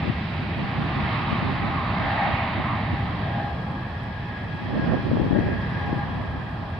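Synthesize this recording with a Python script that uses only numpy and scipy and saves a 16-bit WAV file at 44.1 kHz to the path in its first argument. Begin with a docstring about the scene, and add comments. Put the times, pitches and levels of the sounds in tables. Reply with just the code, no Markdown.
"""Airliner across a windy dock

A twin-engined airliner rolls along a runway across a dock, turning its tail to the listener.
Its churning exhaust rumbles and roars, its fans whine and hiss, and moving air makes the sound
swell and fade. Gusts thump the microphone's two openings, hardest around five seconds.
A very faint hiss and tiny ticks lie underneath."""
import sys
import numpy as np
from scipy import signal
from scipy.fft import rfft, irfft, next_fast_len
from scipy.io import wavfile
from scipy.ndimage import uniform_filter1d

SR = 44100
rng = np.random.default_rng(int(sys.argv[2]) if len(sys.argv) > 2 else 0)


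def file_out(sig):
    """Save sig as 16-bit WAV at sys.argv[1]."""
    # one column per channel
    cols = np.atleast_2d(sig).T
    # limit, then scale
    lim = np.clip(cols, -1, 1)
    pcm = np.round(lim * 32767).astype(np.int16)
    wavfile.write(sys.argv[1], SR, pcm)


N = 299439
SECONDS = np.arange(N) / SR
FRAME, HOP = 2048, 512  # noise is shaped in short frames: their length and spacing in samples
HZ = np.fft.rfftfreq(FRAME, 1 / SR)
FRAME_S = np.arange(N // HOP + 3) * HOP / SR

# How the engines face us. Each row: time in seconds, turn from 0 (side-on) to 1 (from behind).
TAIL_TURN = [(0, 0.54), (2.6, 0.012), (3.6, 1), (6.79, 1)]
# The exhaust's rumble. Each row: time in seconds, level in dB.
RUMBLE_LEVEL = [(0, -27), (0.3, -28.5), (1.05, -26.5), (1.75, -27.5), (2.7, -28.5), (2.92, -27.5),
                (3.2, -28), (3.7, -29.5), (4.15, -32), (4.65, -32), (5.5, -27.5), (6, -30), (6.79, -32.5)]
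# The jet as the wind carries it. Each row: time in seconds, base levels of roar and hiss in dB.
JET_LEVELS = [(0, -38, -39), (0.42, -40, -39), (0.78, -36.5, -39), (1.12, -34, -35), (1.5, -34, -37),
              (1.83, -33.5, -38), (2.08, -29, -35), (2.33, -29.5, -35), (2.6, -32, -37.5),
              (3.05, -35.5, -41), (3.42, -38.5, -44), (3.68, -38.5, -47), (4.05, -41, -47),
              (4.55, -41.5, -46), (4.7, -38.5, -44), (4.87, -37, -43), (5.3, -40, -45), (5.8, -38.5, -43.5),
              (6.4, -39.5, -48), (6.79, -41, -48)]
# The tone colour of each jet noise. Each row: frequency in Hz, relative level in dB.
RUMBLE_SIDE = [(15, -32.5), (30, -24), (45, -17), (65, -7.5), (88, 0), (130, -2), (175, -3), (240, -8),
               (320, -13.5), (400, -20), (490, -24.5), (700, -27.5), (1500, -69.5)]
RUMBLE_BEHIND = [(15, -31.5), (30, -24), (45, -13.5), (65, -6), (88, 1), (130, -1.5), (175, -4),
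                 (240, -10.5), (310, -15.5), (440, -19.5), (560, -20), (700, -25.5), (1500, -68)]
ROAR_SPECTRUM = [(250, -28.5), (420, -29), (520, -13), (620, -3), (780, -1), (900, -0.5), (1120, -0.5),
                 (1270, -3.5), (1420, -9), (1600, -7), (2000, -31), (3000, -71.5)]
RUSH_SIDE = [(1200, -41.5), (1600, -30), (1720, 1.5), (1850, 4), (2000, 4), (2200, 3.5), (2600, -33),
             (4000, -73.5)]
RUSH_BEHIND = [(1200, -42), (1590, -15.5), (1665, 2.5), (1760, 0), (1930, -2.5), (2100, -19), (2600, -28.5),
               (4000, -69.5)]
HISS_SIDE = [(700, -25), (1400, 0), (1900, -1), (2250, 2), (2500, 1), (2850, -4.5), (3400, -8), (3850, -6),
             (4150, -13.5), (4450, -13), (5050, -22), (5480, -37), (5700, -29.5), (6150, -67.5)]
HISS_BEHIND = [(700, -10), (1400, -3.5), (2000, 0.5), (2200, -1.5), (2420, 1.5), (2620, 0.5), (2870, -5.5),
               (3130, -3.5), (3280, -1), (3450, -6), (3650, -9), (3850, -8), (4080, -9), (4320, -12.5),
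               (4700, -12), (5100, -15), (5700, -23.5), (6150, -42.5)]
# How often fan blades pass, which sets the whine's pitch. Each row: time in seconds, pitch in Hz.
BLADE_PITCH = [(0, 802), (0.7, 798), (2.85, 798), (3.1, 807), (3.4, 813), (3.9, 825), (4.3, 828),
               (5.1, 820), (5.55, 822), (5.9, 817), (6.4, 819), (6.79, 813)]
# The whine's lowest tone, coming and going on the wind. Each row: time in seconds, base level in dB.
BLADE_LEVEL = [(0, -50), (0.55, -45.5), (1.55, -44), (1.75, -35.5), (1.95, -46), (2.23, -25), (2.35, -37.5),
               (2.6, -47), (2.98, -41.5), (3.2, -48.5), (3.4, -35.5), (3.58, -48.5), (4.8, -49.5),
               (5.37, -40.5), (5.7, -57), (5.84, -42.5), (6.02, -38.5), (6.25, -60), (6.79, -46)]
# The whine's five tones, lowest first. Each row: dB added to the base level, further dB from behind,
# width in Hz, left minus right in dB.
HARMONICS = [(1, 0.5, 15, 2.5), (-10.5, 8.5, 18, 9), (-11.5, -4, 48, -6), (-19, 4, 38, -4.5),
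             (-28, 1.5, 60, -3.5)]
# Moving air briefly focuses one band of sound.
# Each row: peak time in seconds, half length in seconds, centre in Hz, boost in dB.
AIR_SWELLS = [(1.07, 0.11, 1970, 4.5), (1.202, 0.4, 1150, 5.5), (1.73, 0.05, 876, 4),
              (1.781, 0.15, 1150, 5.5), (2.228, 0.055, 762, 7.5), (2.22, 0.12, 1700, 2),
              (2.35, 0.25, 2750, 2.5), (2.42, 0.03, 673, 4.5), (2.694, 0.072, 1130, 8),
              (3.35, 0.17, 3400, 3.5), (3.386, 0.17, 678, 9.5), (3.387, 0.078, 1680, 6.5),
              (3.92, 0.12, 1630, 2.5), (4.4, 0.33, 1880, 4.5), (4.892, 0.08, 1670, 4.5),
              (5.332, 0.093, 820, 3.5), (5.43, 0.063, 1670, 3), (5.7, 0.44, 1770, 6), (5.953, 0.25, 980, 5),
              (6.05, 0.36, 2550, 0.5)]
# How alike left and right sound. Each row: frequency in Hz, likeness from 0 to 1.
ALIKE_SIDE = [(100, 1), (250, .98), (470, .78), (680, .94), (1150, .92), (1550, .55), (1850, .82),
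              (2350, .74), (3200, .78), (4400, .55), (5500, .2)]
ALIKE_BEHIND = [(100, 1), (250, .95), (470, .72), (700, .8), (1100, .58), (1450, .36), (1850, .68),
                (2250, .13), (2800, .2), (3250, .62), (3600, .25), (4000, .5), (4500, .15)]
# How far the left wave runs ahead of the right. Each row: frequency in Hz, lead in radians.
LEFT_LEAD = [(50, 0), (1180, -.1), (1400, 1.5), (1590, 1.8), (1720, -.1), (2070, -.1), (2330, 2.1),
             (2600, 5.3), (2930, 6.6), (4310, 6.5), (5200, 7.3)]
# Which side is louder. Each row: frequency in Hz, left minus right in dB.
LEAN_SIDE = [(100, -1), (700, 0), (1200, -1.5), (1450, -5.5), (1700, 5), (1950, -2), (2250, -9),
             (2500, -10), (2800, -5), (3300, 0), (3900, -4.5), (5500, 1)]
LEAN_BEHIND = [(100, -0.5), (550, 0), (1150, -2), (1600, -1.5), (1950, -5), (2400, 2), (2850, -5.5),
               (3250, -2.5), (3800, -2.5), (4400, -4.5), (5200, -16.5), (6000, -0.5)]
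# The breeze at the microphone, with a lull midway. Each row: time in seconds, base level in dB.
BREEZE_LEVEL = [(0, -44.5), (1.5, -40), (3.1, -47), (3.5, -61.5), (4.4, -50), (4.7, -31.5), (5.25, -26),
                (5.7, -40), (6.2, -37), (6.79, -46)]
# Gusts. Each row: peak time in seconds, half length in seconds, left level in dB, right level in dB.
WIND_GUSTS = [(0.072, 0.033, -25, -35), (0.436, .02, -32, -33), (0.617, 0.043, -30.5, -29),
              (0.807, 0.049, -35, -25), (0.981, 0.023, -33, -25), (1.318, 0.016, -25.5, -32),
              (1.476, 0.064, -29, -24.5), (1.644, 0.067, -37, -28.5), (2.036, 0.037, -32, -33),
              (2.299, 0.034, -34, -26.5), (2.593, 0.027, -32, -28), (2.732, 0.02, -37, -32),
              (2.935, 0.019, -34, -26.5), (4.773, 0.048, -48, -23.5), (4.919, 0.065, -30, -18.5),
              (5.137, 0.026, -20, -35), (5.211, 0.063, -18.5, -28), (5.365, 0.085, -18, -31),
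              (5.513, 0.084, -41, -24), (5.923, 0.064, -24, -29), (6.188, 0.071, -29.5, -43),
              (6.61, .018, -35, -37)]
# The hardest eddies (swirls of air). Each row: time in seconds, peak in dB, half width in seconds,
# side (1 left, -1 right), pressure (1 push, -1 suction).
HARD_EDDIES = [(0.091, -12, 0.0012, 1, -1), (0.1, -8.5, 0.0013, 1, -1), (1.331, -10, 0.0013, 1, -1),
               (1.429, -12, 0.0013, 1, 1), (1.64, -12.5, 0.0013, -1, -1), (4.779, -15, 0.0006, -1, -1),
               (4.878, -16, 0.00098, -1, -1), (4.922, -13.5, 0.00066, -1, -1), (4.936, -8, 0.00046, -1, -1),
               (4.944, -8, 0.00046, -1, -1), (5.069, -11, .0008, -1, -1), (5.116, -8, .0006, -1, -1),
               (5.134, -13, .0013, 1, 1), (5.15, -14, 0.00076, 1, 1), (5.171, -9, 0.00039, -1, -1),
               (5.201, -9, 0.00093, 1, -1), (5.218, -7.5, 0.0016, 1, 1), (5.265, -13, .0008, 1, 1),
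               (5.311, -6.5, 0.0011, 1, -1), (5.332, -7, 0.0016, 1, -1), (5.354, -12, 0.00076, 1, 1),
               (5.389, -4.5, 0.001, 1, 1), (5.488, -10.5, 0.00052, -1, -1), (5.52, -14.5, 0.00057, -1, -1),
               (5.93, -17.5, 0.00066, 1, 1)]
# The tone colour of the wind, faint hiss and ticks. Each row: frequency in Hz, relative level in dB.
WIND_SPECTRUM = [(15, -33), (45, -17), (75, -3), (115, 1.5), (170, 0), (240, 2), (330, -4.5), (430, -9.5),
                 (600, -11), (900, -25.5), (1500, -30.5), (3000, -53.5), (6000, -86.5)]
FAINT_HISS_SPECTRUM = [(100, -20.5), (6000, 11), (7500, 9.5), (9500, 5), (11000, -5.5), (12500, -5.5),
                       (14000, -17.5)]
TICK_SPECTRUM = [(5000, -29), (7500, -9.5), (9200, 3.5), (10500, -9), (14000, -24.5)]
# The clearer ticks. Each row: time in seconds, level in dB before trim_db is added.
CLEAR_TICKS = [(0.8372, -69), (1.0397, -65), (1.1574, -65), (1.3161, -67), (1.8778, -69), (2.7718, -68),
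               (2.9977, -64), (3.0771, -67), (3.7176, -67), (4.0354, -62), (5.7081, -65), (6.5177, -66)]


def jet():
    """Churning air from exhaust and fans; the ground's echo leaves a dip between rumble and roar."""
    roar_db, hiss_db = follow(JET_LEVELS, FRAME_S)
    rumble_db, = follow(RUMBLE_LEVEL, FRAME_S)
    behind, = follow(TAIL_TURN, FRAME_S)
    depth_db = np.interp(behind, (0, 1), (2, 3.5))  # the roar is deeper from behind
    tilt_db = -.5 * depth_db * np.tanh((HZ[:, None] - 880) / 130)
    rush_db = roar_db + np.interp(behind, (0, 1), (-7, -8.5))  # the fans' rush follows the roar
    rumble = band_power(turning(RUMBLE_SIDE, RUMBLE_BEHIND), rumble_db, 35, 330)
    roar = band_power(at_hz(ROAR_SPECTRUM) + tilt_db, roar_db, 560, 1350)
    rush = band_power(turning(RUSH_SIDE, RUSH_BEHIND), rush_db, 1645, 2240)
    hiss = band_power(turning(HISS_SIDE, HISS_BEHIND), hiss_db, 1865, 5400)
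    focus = gain_of(focus_db(FRAME_S, HZ[:, None])) ** 2
    power = rumble + (roar + rush + hiss) * focus
    return stereo_noise(np.sqrt(power) * shimmer())


def fan_whine(steady=0.42, alike=0.61, fade_db=2, fade_hz=8, waver_radians=0.72):
    """Passing blades make tones: part stays clean, part is smeared into noise by churning air."""
    pitch_hz, = follow(BLADE_PITCH, SECONDS)
    lowest_db, = follow(BLADE_LEVEL, SECONDS)
    behind, = follow(TAIL_TURN, SECONDS)
    roar_db, _ = follow(JET_LEVELS, SECONDS)
    overtone_db = -44.5 + 0.93 * (roar_db - roar_db.mean())  # upper tones rise and fall with the roar
    cycles = np.cumsum(pitch_hz) / SR
    out = np.zeros((2, N))
    for multiple, (db, behind_db, width_hz, lean_db) in enumerate(HARMONICS, 1):
        clean = np.exp(1j * multiple * waver_radians * wander(4.3, channels=1).real)
        scatter = wander(width_hz, channels=3)  # left, right and shared
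        smeared = np.sqrt(alike) * scatter[2] + np.sqrt(1 - alike) * scatter[:2]
        clean_share = steady ** (multiple / 2)  # higher tones are smeared more
        blend = np.sqrt(clean_share) * clean + np.sqrt(1 - clean_share) * smeared
        tone = blend * np.exp(2j * np.pi * multiple * cycles)
        tone[0] *= np.exp(1j * at_hz(LEFT_LEAD, multiple * pitch_hz)[:, 0])
        if multiple == 1:
            base_db = lowest_db
        else:
            base_db = overtone_db + focus_db(SECONDS, multiple * pitch_hz.mean())
        flutter_db = fade_db * wander(fade_hz, channels=1).real
        sides_db = np.array([[lean_db], [-lean_db]]) / 2
        level_db = base_db + flutter_db + db + behind_db * behind + sides_db
        out += np.sqrt(2) * tone.real * gain_of(level_db)
    return out


def turning(side_on, from_behind):
    """Blends two frequency tables as the aircraft turns its tail."""
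    behind, = follow(TAIL_TURN, FRAME_S)
    return (1 - behind) * at_hz(side_on) + behind * at_hz(from_behind)


def focus_db(t, hz, half_octaves=0.25):
    """How much the moving air lifts the frequency hz at time t."""
    return sum(db * bell(t, s, half_s) * bell(np.log2((hz + 1) / centre_hz), 0, half_octaves)
               for s, half_s, centre_hz, db in AIR_SWELLS)


def shimmer(depth_db=0.79):
    """Restless air lifts and dims patches of the distant sound, less so in the bass."""
    patches = rng.standard_normal((len(HZ), len(FRAME_S)))
    patches = uniform_filter1d(patches, 22, axis=0)  # smooth across frequency
    patches = uniform_filter1d(patches, 9, axis=1)  # smooth across time
    spare_bass = np.minimum(HZ / 600, 1)[:, None]
    return gain_of(depth_db * patches / patches.std() * spare_bass)


def stereo_noise(strength):
    """Noise shaped frame by frame, reaching left and right with different timing and level."""
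    white = rng.standard_normal((2, (len(FRAME_S) - 1) * HOP))
    direct, diffuse = signal.stft(white, nperseg=FRAME, noverlap=FRAME - HOP)[2]
    alike = np.clip(turning(ALIKE_SIDE, ALIKE_BEHIND), 0, .995)
    right = (alike * direct + np.sqrt(1 - alike ** 2) * diffuse) * np.exp(-1j * at_hz(LEFT_LEAD))
    lean = gain_of(turning(LEAN_SIDE, LEAN_BEHIND))
    pair = np.array([lean * direct, right]) * np.sqrt(2 / (1 + lean ** 2))
    return signal.istft(pair * strength, nperseg=FRAME, noverlap=FRAME - HOP)[1][:, :N]


def wind(lumpy_db=1.75, eddy_hz=45, brighten=0.24, bright_above_db=-19.5, tugs_per_s=70, tug_share=0.28):
    """Eddies tug at each microphone opening; stronger gusts hold smaller, brighter eddies."""
    wind_db = wind_strength()
    tugs = unit_level(1. * (rng.random((2, N)) < tugs_per_s / SR))
    pressure = np.sqrt(1 - tug_share) * rng.standard_normal((2, N)) - np.sqrt(tug_share) * tugs
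    flow = coloured(WIND_SPECTRUM, pressure)
    bass = signal.sosfiltfilt(signal.butter(2, 330, fs=SR, output="sos"), flow)
    flutter = (flow - bass) * gain_of(brighten * (wind_db - bright_above_db))
    swirl = np.clip(np.sqrt(2) * wander(eddy_hz).real, -2, 2)
    lumps = unit_level(gain_of(lumpy_db * swirl))
    return (bass + flutter) * lumps * gain_of(wind_db)


def wind_strength(puff_db=4, puff_hz=6):
    """The wind's level on each side in dB: a breeze in random puffs, with gusts on top."""
    puffs = np.clip(np.sqrt(2) * wander(puff_hz).real, -2, 1.3)
    breeze_db = follow(BREEZE_LEVEL, SECONDS)[0] + puff_db * puffs
    gust_power = sum((gain_of([[left_db], [right_db]]) * bell(SECONDS, s, half_s)) ** 2
                     for s, half_s, left_db, right_db in WIND_GUSTS)
    return 10 * np.log10(gain_of(breeze_db) ** 2 + gust_power)


def wind_thumps():
    """The hardest eddies each hit one side: a sharp push or suction between two softer rebounds."""
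    out = np.zeros((2, N))
    t = np.arange(-256, 256) / SR
    for s, db, half_s, side, pressure in HARD_EDDIES:
        push = (1 - (t / half_s) ** 2) * np.exp(-.5 * (t / half_s) ** 2)
        start = round(s * SR) - len(t) // 2
        out[int(side < 0), start:start + len(t)] += pressure * gain_of(db) * push
    return out


def faint_hiss(level_db=-77, flicker_db=3):
    """A very faint hiss under everything, flickering slightly."""
    flicker = np.clip(flicker_db * wander(25, channels=1).real, -4, 4)
    return coloured(FAINT_HISS_SPECTRUM, rng.standard_normal((2, N))) * gain_of(level_db + flicker)


def faint_ticks(half_s=.008, trim_db=-5, per_s=7, crackle_db=-75, spread_db=2):
    """Tiny, soft, very high ticks: a few clearer ones over a random crackle."""
    happens = rng.random(N) < per_s / SR
    strikes = happens * gain_of(crackle_db + spread_db * np.clip(rng.standard_normal(N), -2, 2))
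    for s, db in CLEAR_TICKS:
        strikes[round(s * SR)] = gain_of(db + trim_db)
    loudness = signal.oaconvolve(strikes, signal.windows.hann(round(2 * half_s * SR)), "same")
    return loudness * coloured(TICK_SPECTRUM, rng.standard_normal((2, N)))


def gain_of(db):
    """Turns decibels into a number to multiply by."""
    return 10 ** (np.asarray(db) / 20)


def unit_level(x):
    """Scales each channel to an average power of 1."""
    return x / np.sqrt(np.mean(abs(x) ** 2, -1, keepdims=True))


def bell(x, centre, half_width):
    """A smooth rise and fall of height 1."""
    return np.exp(-((x - centre) / half_width) ** 2)


def follow(rows, t):
    """Looks up each column of a time table at times t."""
    s, *columns = np.transpose(rows)
    return [np.interp(t, s, column) for column in columns]


def at_hz(rows, hz=HZ):
    """Looks up a frequency table on a log scale and returns one column."""
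    f, value = np.transpose(rows)
    return np.interp(np.log(hz + 1), np.log(f), value)[:, None]


def wander(rate_hz, channels=2):
    """A smooth random drift in complex numbers, changing at about the given rate."""
    f = np.fft.fftfreq(next_fast_len(N), 1 / SR)
    real, imag = rng.standard_normal((2, channels, len(f)))
    spectrum = (real + 1j * imag) / (1 + (f / rate_hz) ** 2)
    return unit_level(np.fft.ifft(spectrum)[:, :N])


def coloured(rows, sound):
    """Gives a sound the tone colour in a table, at an average power of 1."""
    size = next_fast_len(N)
    colour = gain_of(at_hz(rows, np.fft.rfftfreq(size, 1 / SR))[:, 0])
    return unit_level(irfft(rfft(sound, size) * colour, size)[:, :N])


def band_power(colour_db, level_db, lo_hz, hi_hz):
    """Power at each frequency in each frame, scaled so that lo_hz to hi_hz has the given level."""
    power = gain_of(colour_db) ** 2
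    inside = ((HZ > lo_hz) & (HZ < hi_hz))[:, None]
    return power / (power * inside).mean(0) * gain_of(level_db) ** 2


def scene():
    """The aircraft far away, the wind close by."""
    return jet() + fan_whine() + wind() + wind_thumps() + faint_hiss() + faint_ticks()


def record(dry):
    """Cuts the highest treble, above 14100 Hz."""
    low_pass = signal.firwin(511, 14100, window=("kaiser", 9), fs=SR)
    return signal.oaconvolve(dry, low_pass[None], "same")


dry = scene()
out = record(dry)
file_out(out)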